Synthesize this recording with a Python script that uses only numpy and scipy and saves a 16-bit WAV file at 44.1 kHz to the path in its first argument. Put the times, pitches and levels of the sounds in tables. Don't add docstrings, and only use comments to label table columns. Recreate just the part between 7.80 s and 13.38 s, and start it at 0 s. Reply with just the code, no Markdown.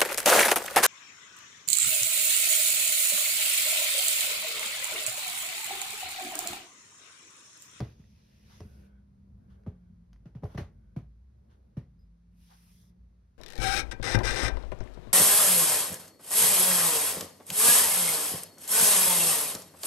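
import sys
import numpy as np
from scipy import signal
from scipy.fft import rfft, irfft, next_fast_len
from scipy.io import wavfile
from scipy.ndimage import uniform_filter1d, map_coordinates

SR = 44100
rng = np.random.default_rng(int(sys.argv[2]) if len(sys.argv) > 2 else 0)


def master(y):
    cut = np.clip(np.atleast_2d(y).T, -1, 1)
    pcm = np.round(cut * 32767)
    wavfile.write(sys.argv[1], SR, pcm.astype(np.int16))


N = 246068

# time in seconds, rumble level in dB, room murmur level in dB.
TRAFFIC_LEVELS = [(0, -50.5, -66.5), (.35, -59, -79), (1, -56.5, -69.5), (1.3, -58, -80),
                  (1.55, -55.5, -78), (1.8, -56, -72), (2.05, -58, -79.5), (2.4, -59, -79.5),
                  (2.95, -56.5, -76.5), (3.45, -62.5, -83), (3.75, -62, -75), (4.1, -60, -81.5),
                  (4.45, -63, -85), (5.1, -61.5, -80.5), (5.58, -64.5, -84)]
# time in seconds, pitch in Hz, level in dB.
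ENGINE_CURVE = [(0, 208, -80), (.5, 208, -67.5), (1, 200.1, -60), (1.85, 193, -62.5), (2, 179.3, -55.5),
                (2.5, 171.6, -67.5), (3.9, 164, -85.5), (4.1, 168.6, -64.5), (5.15, 178, -63),
                (5.58, 180, -76.5)]
# time in seconds, pitch in Hz, level in dB.
DEEP_TONE_CURVE = [(.6, 65, -75), (1, 65.2, -57.5), (1.5, 64.2, -63), (2.1, 53.7, -57), (2.45, 52.4, -57),
                   (2.95, 51.76, -61.5), (3.25, 54.9, -53), (3.45, 64, -55), (3.75, 63.35, -63),
                   (4.25, 52.4, -59), (4.7, 54.52, -63.5), (5.3, 55.2, -57.5), (5.58, 54.8, -68)]
# frequency in Hz, relative level in dB per Hz.
RUMBLE_SPECTRUM = [(15, -40.5), (25, -21), (38, -12.5), (55, -1), (76, -1), (118, -4.5), (160, -11),
                   (215, -8), (260, -20.5), (320, -35), (450, -70.5)]
MURMUR_SPECTRUM = [(200, -33), (300, 6), (500, 1.5), (900, -11.5), (1600, -16.5), (2500, -36)]
HISS_SPECTRUM = [(530, -20.5), (900, -1.5), (1520, -5), (1840, -6), (2130, -6), (3040, -11.5), (4150, -9.5),
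                 (7530, -16), (9440, -20), (15600, -33)]

# start of hold in seconds, end of hold in seconds, level in dB.
AIRY_SPANS = [(0.877, 1.143, -78.5), (1.665, 2.046, -88), (3.003, 3.086, -88)]
# centre in Hz, width in Hz, relative level in dB.
AIRY_BANDS = [(1504, 210, 4), (2220, 250, -8.5), (3240, 97, -8)]
AIRY_RISE_S, AIRY_FALL_S = 0.06, 0.073

# peak level in dB, hollow part over it in dB.
PUFF_TURNS_DB = [(-68, -4), (-75, -14)]
# frequency in Hz, relative level in dB per Hz.
PUFF_AIRY_SPECTRUM = [(290, -59), (500, -2.5), (684, -31), (828, -6.5), (1550, -3), (2500, -15),
                      (2900, -8.5), (7230, -23), (13000, -33.5)]
PUFF_HOLLOW_SPECTRUM = [(550, -49), (700, 8), (870, 8), (1050, 5), (1300, -27)]
PUFF_FIRST_S, PUFF_EVERY_S, PUFF_RISE_S, PUFF_FALL_S = 0.7134, 1.0005, 0.02, 0.051

# time in seconds, level in dB, then over that level
# the fine treble in dB, the swish band in dB, the body band in dB.
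FUR_STROKES = [
    [(.03, -67, -13, 0, 1), (.17, -77, -15.5, -6, -11.5), (.64, -74, -9.5, -3.5, -5.5),
     (.73, -66.5, -11, -6, -5), (.805, -68, -11, -5, -3), (.87, -77, 0, -6, -8),
     (1.064, -79.5, -3.5, -1, -3.5), (1.14, -103, -14, 0, 8)],
    [(2.65, -75, -7, -1.5, 4), (2.7, -78.5, -4, -9, 1), (2.765, -76, -4, -7, 6)],
    [(4.51, -104, 6, 4, 4.5), (4.61, -78, 1.5, -1.3, -9), (4.71, -70, -5, -9, -12.5),
     (4.79, -73.5, 0.5, -5, -5), (4.9, -74, 2.5, -5.5, -2.5), (5.03, -74.5, -0.5, -13.5, -11.5),
     (5.1, -80.5, -4, -17, -10), (5.14, -105, -5, -3, 7)],
]
# frequency in Hz, relative level in dB per Hz.
WEAVE_SPECTRUM = [(2700, -38), (3200, -3.5), (3700, -3.5), (4400, -5.5), (5400, -2.5), (6500, -8.5),
                  (8000, -20)]
NAP_SPECTRUM = [(6000, -58), (7000, -5.5), (10500, -4.5), (13000, -5.5), (16000, -6)]
SWISH_SPECTRUM = [(1900, -34), (2300, 2.5), (2650, 2), (3050, -1), (3500, -35)]
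PADDING_SPECTRUM = [(600, -18), (1000, -3.5), (1350, -7), (1700, -1), (2150, 0.5), (2600, -54)]

# frequency in Hz, level in dB.
TAG_MODES = [(5060, -83), (5000, -76), (12300, -92)]
TAG_START_S = 4.191

# start in seconds, level in dB, pitch in Hz, then over that
# level the crack in dB, the afterglow in dB.
TICK_EVENTS = [(.004, -36.5, 4530, 3.5, -32), (0.24, -55.5, 1920, -28, -25),
               (0.8054, -57.5, 5450, 14.5, -32), (.8744, -69, 5000, 3, -30), (1.8357, -66, 1680, -1.5, -41),
               (2.3308, -58.5, 4820, 4, -13), (2.361, -60, 1920, -9, -23), (2.642, -59.5, 5300, 9, -35),
               (2.7748, -48.5, 5900, 0.5, -25), (5.04, -67, 5654, -1, -30)]
# frequency in Hz, relative level in dB per Hz.
CRACK_SPECTRUM = [(300, -36), (600, 6.5), (2200, -2), (3500, -7.5), (5200, -2.5), (10000, -18),
                  (16000, -30)]

# start in seconds, thud level in dB, knock noise in dB, scuff noise in dB,
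# wooden ring in dB, final pitch in Hz, centre of the ring in Hz, thud t60 in seconds,
# floor boom over the thud in dB.
KNOCK_EVENTS = [(.003, -20.5, -42.5, -52, -32.5, 112.7, 1040, 0.13, -18),
                (.018, -18, -62, -72, -64, 104, 420, 0.075, -20.5),
                (.194, -33.5, -68, -75, -71.5, 106, 466, 0.072, -23),
                (0.8048, -30.5, -55, -72, -46.5, 87, 800, 0.12, -10.5),
                (0.85, -26.5, -78.5, -77, -72, 86, 400, .049, -27),
                (1.8644, -15.5, -52.5, -70.5, -44.5, 136, 960, 0.027, -21),
                (1.872, -17, -62, -73.5, -44, 84, 390, 0.074, -20.5),
                (2.456, -29.5, -61.5, -71, -55, 115, 1030, 0.088, -25),
                (2.5506, -27, -59.5, -70, -49.5, 110.8, 1150, 0.13, -16.5),
                (2.624, -27.5, -57, -75, -57, 118, 1123, 0.12, -22),
                (2.635, -22.5, -43.5, -65.5, -37, 92, 665, 0.13, -12),
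                (2.747, -21.5, -52, -63, -44, 107.5, 794, 0.083, -15.5),
                (2.777, -18, -40.5, -47.5, -30.5, 102, 1500, .08, -20.5),
                (2.806, -24.5, -52.5, -70, -47, 85.5, 430, 0.12, -9.5),
                (3.163, -14.5, -49, -62, -50, 112, 610, 0.074, -26),
                (3.969, -16, -53.5, -62, -45, 110.7, 567, 0.082, -23)]
# frequency in Hz, relative level in dB per Hz.
KNOCK_SPECTRUM = [(150, -45), (300, 2), (600, -6.5), (1200, -15), (2200, -28), (3500, -46.5)]
SCUFF_SPECTRUM = [(700, -43), (1200, 2.5), (2000, 1.5), (4000, -5.5), (6000, -10.5), (10000, -22.5),
                  (13000, -25), (16000, -33)]
# frequency in Hz, t60 in seconds.
FRAME_MODES = [(345, .05), (417, 0.12), (520, 0.052), (581, 0.052), (785, 0.029), (950, 0.017),
               (1150, 0.015), (1400, 0.0062), (1830, 0.011), (2300, 0.0032)]
# frequency in Hz, relative level in dB, t60 in seconds.
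FLOOR_MODES = [(65.6, -3.5, 0.12), (83.6, 9.5, 0.11)]
CLOTH_TAIL_T60_S = 0.21

# frequency in Hz, side over mid in dB.
DIFFUSE_WIDTH = [(60, -25), (200, -14), (380, -2.5), (700, 4.5), (1300, 0), (2400, -6), (5000, -3.5),
                 (8000, 3), (15000, 1)]
# frequency in Hz, t60 in seconds.
ROOM_T60 = [(80, 0.29), (300, 0.3), (2000, 0.26), (10000, 0.089)]
# frequency in Hz, gain in dB.
MID_COLOUR = [(6300, -1), (6900, -5), (7100, -19.5), (8100, -22), (8400, -6.5), (9600, 2.5), (12900, 2.5),
              (13600, -21), (16000, -9.5)]
# frequency in Hz, gain in dB.
SIDE_COLOUR = [(9500, 0.5), (10400, -18.5), (11700, -26), (12100, 0.5)]
BAND_LIMIT_HZ = 15800


def amp(db):
    return 10 ** (np.asarray(db) / 20)


def unit(x):
    return x / np.sqrt(np.mean(x ** 2) + 1e-20)


def along(points, hz):
    f, v = np.transpose(points)
    return np.interp(np.log(hz + 1), np.log(f + 1), v)


def shape(points):
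    return lambda hz: amp(along(points, hz))


def curves(rows):
    s, *cols = np.transpose(rows)
    return [np.interp(np.arange(N) / SR, s, c) for c in cols]


def wobble(rate_hz):
    knots = rng.standard_normal(int(N * rate_hz / SR) + 4)
    return map_coordinates(knots, [np.arange(N) * rate_hz / SR])


def swell(start_s, end_s, rise_s, fall_s):
    t = np.arange(N) / SR
    before = np.maximum(start_s - t, 0) / rise_s
    after = np.maximum(t - end_s, 0) / fall_s
    return np.exp(-before ** 2 - after ** 2)


def onset(t, rise_s):
    return 1 - np.exp(-t / rise_s)


def sine(hz, t):
    return np.sin(2 * np.pi * hz * t)


def filtered(x, response):
    m = next_fast_len(N + SR // 2)
    return irfft(rfft(x, m) * response(np.fft.rfftfreq(m, 1 / SR)), m)[..., :N]


def left_right(mid, side):
    return np.array([mid + side, mid - side])


def diffuse(gain, grain_db=0., grain_rate_hz=300, patchy_db=0., wide_db=0.):
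    grains = rng.standard_normal((2, N)) * amp(grain_db * wobble(grain_rate_hz))
    z = signal.stft(grains, nperseg=512)[2]
    field = uniform_filter1d(rng.standard_normal(z.shape[1:]), 7, 0)
    field = uniform_filter1d(field, 14, 1)
    pair = signal.istft(z * amp(patchy_db * unit(field)), nperseg=512)[1][:, :N]

    def response(hz):
        return gain(hz) * [np.ones_like(hz), amp(along(DIFFUSE_WIDTH, hz) + wide_db)]

    mid, side = filtered(pair, response)
    return left_right(mid, side) / np.std(mid)


def add(track, s, sound):
    start = round(s * SR)
    track[..., start:start + sound.shape[-1]] += sound


def cut(noise, length):
    k = int(rng.uniform(0, N - length))
    return noise[..., k:k + length]


def tone(rows, drift, flutter_db):
    hz, db = curves(rows)
    phase = 2 * np.pi * np.cumsum(hz * (1 + drift * wobble(17))) / SR
    return np.sqrt(2) * amp(db + flutter_db * wobble(18)) * np.sin(phase)


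def background():
    rumble_db, murmur_db = curves(TRAFFIC_LEVELS)
    rumble = amp(rumble_db + 2.2 * wobble(7.1)) * diffuse(shape(RUMBLE_SPECTRUM))
    engine = tone(ENGINE_CURVE, drift=0.01, flutter_db=1.13)
    deep_tone = tone(DEEP_TONE_CURVE, drift=0.04, flutter_db=2.0)
    murmur = amp(murmur_db + 0.45 * wobble(7.4)) * diffuse(shape(MURMUR_SPECTRUM), patchy_db=0.5)
    hiss = amp(-86.5) * diffuse(shape(HISS_SPECTRUM))
    return rumble + engine + deep_tone + murmur + hiss


def airy():
    def bands(f):
        return sum(amp(db) * np.abs(f * w / (c * c - f * f + 1j * f * w)) ** 2 for c, w, db in AIRY_BANDS)

    level = sum(amp(db) * swell(start, end, AIRY_RISE_S, AIRY_FALL_S) for start, end, db in AIRY_SPANS)
    return level * amp(0.83 * wobble(20)) * diffuse(bands)


def puffs():
    out = np.zeros((2, N))
    airy_part = diffuse(shape(PUFF_AIRY_SPECTRUM), grain_db=-1.0)
    hollow = diffuse(shape(PUFF_HOLLOW_SPECTRUM))
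    for k, s in enumerate(np.arange(PUFF_FIRST_S, N / SR, PUFF_EVERY_S)):
        db, hollow_db = PUFF_TURNS_DB[k % len(PUFF_TURNS_DB)]
        level = amp(db) * swell(s, s, PUFF_RISE_S, PUFF_FALL_S)
        out += level * (airy_part + amp(hollow_db) * hollow)
    return out


def slides():
    out, t = np.zeros((2, N)), np.arange(N) / SR
    weave = diffuse(shape(WEAVE_SPECTRUM), grain_db=1.0, patchy_db=1.5)
    nap = diffuse(shape(NAP_SPECTRUM), grain_db=1.0)
    swish = diffuse(shape(SWISH_SPECTRUM), grain_db=1.5, patchy_db=1.3)
    padding = diffuse(shape(PADDING_SPECTRUM), grain_db=1.0, patchy_db=2.5)
    for rows in FUR_STROKES:
        db, nap_db, swish_db, body_db = curves(rows)
        on = (t > rows[0][0]) & (t < rows[-1][0])
        stroke = weave + amp(nap_db) * nap + amp(swish_db) * swish + amp(body_db) * padding
        out += on * amp(db) * stroke
    return out


def collar_tag():
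    out, t = np.zeros(N + SR), np.arange(SR // 5) / SR
    decay = amp(-60 * t / 0.26 + 4.0 * wobble(120)[:len(t)])
    fur_damping = 1 / (1 + (t / 0.087) ** 8)
    ring = sum(amp(db) * sine(hz, t) for hz, db in TAG_MODES)
    add(out, TAG_START_S, decay * onset(t, 0.0014) * fur_damping * ring)
    return out[:N]


def ticks():
    out, t = np.zeros(N + SR), np.arange(SR // 5) / SR
    crack = unit(filtered(rng.standard_normal(N), shape(CRACK_SPECTRUM)))
    snap = onset(t, 1 / 3000) * amp(-60 * t / 0.01)
    for s, db, hz, crack_db, glow_db in TICK_EVENTS:
        noise = cut(crack, len(t))
        add(out, s, amp(db) * snap * (sine(hz, t) + amp(crack_db) * noise))
        add(out, s, amp(db + glow_db - 60 * t / 0.15) * noise)
    return out[:N]


def thud(t, hz, t60_s, boom_db):
    cycles = hz * t + 1.072 * onset(t, 0.0039) + 0.85 * onset(t, 0.01)
    wave = np.sin(2 * np.pi * cycles) * amp(-60 * t / t60_s)
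    boom = sum(sine(f, t) * amp(boom_db + db - 60 * t / d) for f, db, d in FLOOR_MODES)
    return (wave + boom) * (1 - np.exp(-(t / 0.0095) ** 2))


def frame_ring(t, centre_hz):
    ring = np.zeros(len(t))
    for hz, t60_s in FRAME_MODES:
        drive_db = rng.normal(0, 1.87) - 5.0 * np.log2(hz / centre_hz) ** 2
        ring += sine(hz, t) * amp(drive_db - 60 * t / t60_s)
    return ring * onset(t, 0.00084) * amp([[0.6], [-0.6]])


def knocks():
    out, t = np.zeros((2, N + SR)), np.arange(SR // 2) / SR
    dull = diffuse(shape(KNOCK_SPECTRUM), grain_db=2.5, grain_rate_hz=310, wide_db=-8.0)
    bright = diffuse(shape(SCUFF_SPECTRUM), grain_rate_hz=290, patchy_db=1.5, wide_db=0.5)
    tail = onset(t, 0.00033) * amp(-60 * t / CLOTH_TAIL_T60_S)
    for s, thud_db, knock_db, scuff_db, ring_db, hz, centre_hz, t60_s, boom_db in KNOCK_EVENTS:
        add(out, s, amp(thud_db) * thud(t, hz, t60_s, boom_db))
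        add(out, s, amp(ring_db) * frame_ring(t, centre_hz))
        noise = cut(amp(knock_db) * dull + amp(scuff_db) * bright, len(t))
        add(out, s, tail * noise)
    return out[:, :N]


def room(x):
    hz, t, z = signal.stft(rng.standard_normal((2, SR // 2)), SR, nperseg=256)
    decay = amp(-60 * t / along(ROOM_T60, hz)[:, None])
    side_gain = amp(along(DIFFUSE_WIDTH, hz) - 17.5)[:, None]
    z = z * decay * [np.ones((len(hz), 1)), side_gain]
    mid, side = signal.istft(z, SR, nperseg=256)[1]
    tail = left_right(mid, side) / np.linalg.norm(mid)
    delayed = np.pad(x, (300, 0))
    return signal.fftconvolve(delayed[None], tail, axes=1)[:, :N]


def scene():
    near = knocks() + ticks() + collar_tag()
    answer = amp(-16) * room(near.mean(0))
    return background() + airy() + puffs() + slides() + near + answer


def record(dry):
    mid, side = (dry[0] + dry[1]) / 2, (dry[0] - dry[1]) / 2
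    mid = filtered(mid, shape(MID_COLOUR))
    side = filtered(side, shape(SIDE_COLOUR))
    return filtered(left_right(mid, side), lambda hz: hz < BAND_LIMIT_HZ)


dry = scene()
out = record(dry)
master(out)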